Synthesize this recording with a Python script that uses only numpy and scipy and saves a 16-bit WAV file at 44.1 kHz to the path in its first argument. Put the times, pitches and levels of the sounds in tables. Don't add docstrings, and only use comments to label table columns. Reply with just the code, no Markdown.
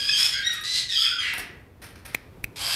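import sys
import numpy as np
from scipy import signal
from scipy.fft import rfft, irfft, next_fast_len
from scipy.io import wavfile
from scipy.ndimage import map_coordinates

SR = 44100
rng = np.random.default_rng(int(sys.argv[2]) if len(sys.argv) > 2 else 0)


def digitize_waveform(pressure):
    field = np.atleast_2d(pressure).T
    bounded = np.clip(field, -1, 1)
    quanta = np.round(bounded * 32767).astype(np.int16)
    wavfile.write(sys.argv[1], SR, quanta)


def linear_from_db(decibels):
    return 10 ** (np.asarray(decibels, float) / 20)


N = 121275

# start_s, pitch_hz, level_db, raggedness (0-1), rasp_db (re level), halfway_line_db (re level)
GREETING = [(0, 1645, -28.5, 0.53, -8.5, -14), (.07, 1643, -30.5, 0.6, -7.5, -10.5),
            (.095, 1686, -19, 0.65, -18.5, -2), (.13, 1656, -33.5, 0.74, -5, 3.5),
            (.15, 1650, -51, 0.2, -18, -11.5)]
FIRST = [(.108, 1594, -39, 0.1, -29, -26), (.13, 1598, -19, 0.35, -19.5, -41.5),
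         (.2, 1646, -22.5, 0.58, 1, -13.5), (.26, 1677, -23.5, 0.6, 1, -6), (.31, 1704, -42.5, 1, 11, -13),
         (.34, 1658, -23.5, 0.45, -8.5, -30), (.39, 1613, -31, 0.39, -24.5, -28),
         (.43, 1575, -45, 0.25, 2, -25)]
CLEAR = [(.425, 1820, -40, 0.068, -40.5, -29), (.472, 1924, -16.5, 0.2, -34, -51),
         (.495, 1898, -37.5, 0.35, -21, -39), (.525, 1884, -36, 0.35, -12, -26),
         (.63, 1900, -49, 0.55, -36, -36.5)]
HOARSE = [(.633, 1946, -38.5, 0.92, 3.5, -30), (.72, 2010, -31, 0.25, -1.5, -31.5),
          (.78, 2017, -29.5, 0.8, 6, -34), (.88, 2016, -44.5, 1, -5.5, -35.5),
          (.895, 1843, -33.5, 0.29, -5, -29), (.925, 1852, -29, 1, -7.5, -30),
          (.975, 1894, -36.5, 0.31, -20, -30.5)]
FOURTH = [(.905, 1790, -37.5, 0.53, -5.5, -1), (.945, 1620, -31, 0.85, -21, -10.5),
          (1.02, 1675, -25, 0.88, -10, -34), (1.06, 1670, -31, 1, -14, -2),
          (1.17, 1657, -43.5, 0.96, -16, -4.5)]
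SLIDE = [(1.185, 1620, -23, 0.43, -25, -30), (1.225, 1596, -27.5, 0.57, -25, -25),
         (1.255, 1401, -31.5, 0.83, -13, -12), (1.33, 1329, -33, 0.99, -20, -32),
         (1.44, 1295, -60.5, 1, -29, -19)]
LAST = [(2.557, 1646, -46, 0.31, 7, -9), (2.59, 1600, -43.5, 0.58, 5, -10),
        (2.62, 1580, -35, 0.92, 1.2, -33), (2.68, 1627, -31, .9, -1.9, -29),
        (2.75, 1615, -28.5, 0.99, -2.5, -29)]
FAR_FALL = [(.32, 495.8, -32, 0.7, -37, -52), (.39, 546.3, -33.5, 0.66, -12, -69),
            (.47, 518.4, -40.5, 0.85, -23.5, -48), (.53, 456, -40.5, 0.56, 1, -32),
            (.6, 402.5, -45.5, 0.63, -14, -21)]
FAR_WHISTLE = [(.975, 1310, -36, 0.31, -16, -43), (1.06, 1359, -46, 0.72, 12, -44),
               (1.13, 1460, -34, 0.91, -37.5, -58.5), (1.24, 1169, -52.5, 1, -18, -40)]
FAR_CROAK = [(1.2, 999.4, -37.5, 0.7, 4, -43), (1.3, 981, -29.5, 0.97, -5.5, -7),
             (1.36, 964, -53, 0.82, -3, -19), (1.47, 946, -53, 0.55, -25, -13)]
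# (beat_hz at mean pitch, depth)
SCREECHES = [(GREETING, [-9.5, 0.5, 1.5, -18.5, -20.5], (3500, 5.5, 8, 12), -6.5, (470, 0.22)),
             (FIRST, [-28.5, -1, -3.5, -13.5, -23.5], (5280, 0.11, 19.5, 0.77), -7.5, (370, 0.25)),
             (CLEAR, [-7.5, -0.5, -11, -27.5, -27.5, -34], (5300, -16, 13, -7.5), 0, (460, 0.12)),
             (HOARSE, [-6, 5, -12, -17], (4875.5, 1.87, 17.5, 11), -5, (330, 0.36)),
             (FOURTH, [-31, 2.5, 2, -12.5, -19, -21, -35, -23.5], (4000.5, .9, 6.5, -20.5),
             0.5, (200, 0.55)), (SLIDE, [-16, 1.5, -12, -21, -48, -24.5], (2900, 18, 21, 0), -5),
             (LAST, [-13.5, -0.5, 0.5, -30, -7.5, -20, -8.5], (2250, 0.28, 4.3, 26.5), -4, (550, 0.89)),
             (FAR_FALL, [-34, -43, -3, -2.5, -18, -6, -26, -10.5], (1201, -4, 31, -23), 0, (120, 0.64)),
             (FAR_WHISTLE, [0, -6.5], (1709, 2, 20.5, -30), 0), (FAR_CROAK, [-37, -0.5, -19.5],
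             (2088, 2.5, 26.5, -2), 0, (280, 1))]
# frequency_hz, gain_db
RASP_COLOUR = [(400, -42), (800, -18), (1400, -6), (2400, -1), (4500, 1), (6000, -6), (9000, -5),
               (12500, -13), (15000, -24.5)]
# ring_start_s, ring_db, push_db, push_s, under_pitch (0-1, how far below pitch the ring starts)
CLICKS = [(2.1475, -10.5, -11.5, 0.00037, 0.71), (2.4418, -15, -19, 0.002, 0.54)]
# frequency_hz, gain_db
CRACK_COLOUR = [(1200, -16.5), (2000, 7), (5000, -5.5), (11000, -4.5), (15500, -1)]
# start_s, level_db, t60_s, bright_share (0-1)
SCUFFS = [(0.533, -35, 0.062, 1), (0.608, -37.5, 0.074, 1), (1.333, -31, .15, 0.2),
          (1.378, -27, 0.073, 0.5), (1.394, -33.5, 0.14, 0.1), (1.817, -40.5, 0.31, 0.2),
          (1.9547, -49, .2, 0.1), (2.049, -44.5, 0.41, 0.3), (2.074, -48.5, 0.52, 0), ]
# frequency_hz, gain_db
DULL_COLOUR = [(1000, 1), (1800, 7), (3000, -1), (5500, -2), (7500, -15.5), (10000, -20)]
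# frequency_hz, gain_db
BRIGHT_COLOUR = [(7000, -19), (9000, 1), (12000, -2), (15000, -10.5)]
# frequency_hz, gain_db
TRAFFIC_COLOUR = [(20, -9), (101, -2), (190, -12), (408, -14), (638, -21), (892, -24), (3220, -37.5),
                  (7000, -46.5), (15800, -44.5)]
# time_s, level_db
TRAFFIC_LEVEL = [(0.0, -50), (2.75, -46.5)]
# frequency_hz, t60_s
AVIARY_DECAY = [(300, 0.4), (2000, 0.59), (5000, 0.39), (12000, 0.19)]
# frequency_hz, gain_db
SIDE_COLOUR = [(3000, -77), (6000, -29.5), (10000, -22.5), (14000, -10)]
# frequency_hz, gain_db
MIC_RESPONSE = [(20, -21), (40, -2), (14500, 0), (15600, -6.5), (16100, -29.5)]


def unit(x):
    return x / np.sqrt(np.mean(x ** 2) + 1e-20)


def along(points, hz):
    point_hz, value = np.transpose(points)
    return np.interp(np.log(hz + 1), np.log(point_hz + 1), value)


def wobble(knots_per_s, size):
    knots = rng.standard_normal(size // 8 + 4)
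    return map_coordinates(knots, [np.arange(size) * knots_per_s / SR], mode="mirror")


def coloured(x, spectrum):
    size = next_fast_len(len(x) + 4096)
    gain = linear_from_db(along(spectrum, np.fft.rfftfreq(size, 1 / SR)))
    return irfft(rfft(x, size) * gain, size)[:len(x)]


def room(x):
    hz, t, z = signal.stft(rng.standard_normal(SR), SR, nperseg=256)
    decay = linear_from_db(-60 * t / along(AVIARY_DECAY, hz)[:, None])
    tail = signal.istft(z * decay, SR, nperseg=256)[1]
    delayed = np.pad(x, (250, 0))
    return signal.fftconvolve(delayed, tail / np.linalg.norm(tail))[:N]


def screech(course, overtones_db, beak, wet_db, beat=(0, 0)):
    jitter, jitter_knots_per_s = 0.0204, 400
    drift, drift_knots_per_s = 0.00664, 40.05
    shred_width = 0.12
    rasp_gate_depth, rasp_grain_db, grain_knots_per_s = 0.6, 1.5, 250
    edge_s = 0.0066

    knot_s, *columns = np.transpose(course)
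    start, out = max(round(knot_s[0] * SR), 0), np.zeros(N)
    t = np.arange(start, N)[:SR // 2] / SR
    n = len(t)
    pitch_hz, level_db, ragged, rasp_db, halfway_db = [np.interp(t, knot_s, c) for c in columns]
    ragged = np.clip(ragged, 0, 1)
    mean_hz = np.mean(columns[0])

    unrest = jitter * ragged * wobble(jitter_knots_per_s, n) + drift * wobble(drift_knots_per_s, n)
    phase = 2 * np.pi * np.cumsum(pitch_hz * (1 + unrest)) / SR

    def shred(number):
        return np.sqrt(1 - ragged ** 2) + ragged * wobble(shred_width * number * mean_hz, n)

    tone = np.zeros(n)
    for number, gain_db in enumerate(overtones_db, 1):
        tone += linear_from_db(gain_db) * shred(number) * np.sin(number * phase)
    beat_hz, beat_depth = beat
    tone *= 1 + beat_depth * np.cos(phase * beat_hz / mean_hz)
    tone += linear_from_db(halfway_db) * shred(1) * np.sin(3 * phase / 2)

    gate = 1 + rasp_gate_depth * np.cos(phase)
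    breath = rng.standard_normal(n) * gate * linear_from_db(rasp_grain_db * wobble(grain_knots_per_s, n))
    beak_hz, foot_octaves, lift_db, chest_db = beak
    mouth = [(beak_hz / 2 ** (2 + foot_octaves), chest_db),
             (beak_hz / 2 ** foot_octaves, 0),
             (beak_hz, lift_db),
             (beak_hz * 2 ** foot_octaves, 0)]
    rasp = linear_from_db(rasp_db) * unit(coloured(coloured(breath, RASP_COLOUR), mouth))

    fade_in = np.clip((t - knot_s[0]) / edge_s + (start == 0), 0, 1)
    fade_out = np.clip((knot_s[-1] - t) / edge_s + 1, 0, 1)
    out[start:start + n] = linear_from_db(level_db) * fade_in * fade_out * (tone + rasp)
    return out + linear_from_db(wet_db) * room(out)


def clicks():
    ring_hz, ring_peak_s, swoop_s = 2540, 0.0012, 0.0006
    crack_db, burst_s, lead_s, lead_db = -10, 0.0024, 0.0062, -41
    slap_s, slap_db, wet_db = 0.0068, -20, -26
    out, t = np.zeros(N), np.arange(SR // 20) / SR

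    def burst(level_db, at_s, colour):
        noise = unit(coloured(rng.standard_normal(len(t)), colour))
        return linear_from_db(level_db) * np.exp(-((t - at_s) / burst_s) ** 2) * noise

    for ring_start_s, ring_db, push_db, push_s, under_pitch in CLICKS:
        u = np.maximum(t - 2 * lead_s, 0)
        turns = ring_hz * (u - under_pitch * swoop_s * (1 - np.exp(-u / swoop_s)))
        envelope = (u / ring_peak_s * np.exp(1 - u / ring_peak_s)) ** 2
        ring = np.sin(2 * np.pi * turns) * envelope
        push = -(u / push_s) * (2 - u / push_s) * np.exp(-u / push_s)
        crack = burst(crack_db, 2 * lead_s + burst_s / 2, CRACK_COLOUR)
        lead_in = burst(lead_db, lead_s, BRIGHT_COLOUR)
        first = round((ring_start_s - 2 * lead_s) * SR)
        out[first:][:len(t)] += linear_from_db(ring_db) * (ring + crack + lead_in) + linear_from_db(push_db) * push
    slap = linear_from_db(slap_db) * np.roll(out, round(slap_s * SR))
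    return out + slap + linear_from_db(wet_db) * room(out)


def scuffs():
    rise_s, grain_db, grain_knots_per_s, wet_db = 0.0024, 3, 200, -4.5
    out, t = np.zeros(N + SR), np.arange(SR // 3) / SR
    for start_s, level_db, t60_s, bright_share in SCUFFS:
        dull = unit(coloured(rng.standard_normal(len(t)), DULL_COLOUR))
        bright = unit(coloured(rng.standard_normal(len(t)), BRIGHT_COLOUR))
        share = np.clip(bright_share, 0, 1)
        decay = linear_from_db(level_db - 60 * t / t60_s + grain_db * wobble(grain_knots_per_s, len(t)))
        shape = decay * (1 - np.exp(-t / rise_s))
        out[round(start_s * SR):][:len(t)] += shape * (np.sqrt(1 - share) * dull + np.sqrt(share) * bright)
    dry_scuffs = out[:N]
    return dry_scuffs + linear_from_db(wet_db) * room(dry_scuffs)


def background():
    swell_db, swell_knots_per_s = 1.8, 6
    hum_hz, hum_db = 103, -66.5
    t = np.arange(N) / SR
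    level_db = np.interp(t, *np.transpose(TRAFFIC_LEVEL)) + swell_db * wobble(swell_knots_per_s, N)
    rumble = unit(coloured(rng.standard_normal(N), TRAFFIC_COLOUR)) * linear_from_db(level_db)
    hum_level = linear_from_db(hum_db + 1.5 * wobble(9.9, N))
    hum = hum_level * np.sin(2 * np.pi * hum_hz * t + 0.27 * wobble(7.7, N))
    return rumble + hum


def scene():
    parrots = sum(screech(*voice) for voice in SCREECHES)
    mix = parrots + clicks() + scuffs() + background()
    return np.array([mix, mix])


def top_cut(x):
    return signal.sosfilt(signal.butter(12, 15970, fs=SR, output="sos"), x)


def record(dry):
    mid = coloured(dry[0], MIC_RESPONSE)
    smear = rng.standard_normal(128)
    smeared = signal.fftconvolve(mid, smear / np.linalg.norm(smear))[:N]
    side = coloured(smeared, SIDE_COLOUR) * linear_from_db(7.1 * wobble(9.28, N))
    return top_cut(np.array([mid + side, mid - side]))


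dry = scene()
out = record(dry)
digitize_waveform(out)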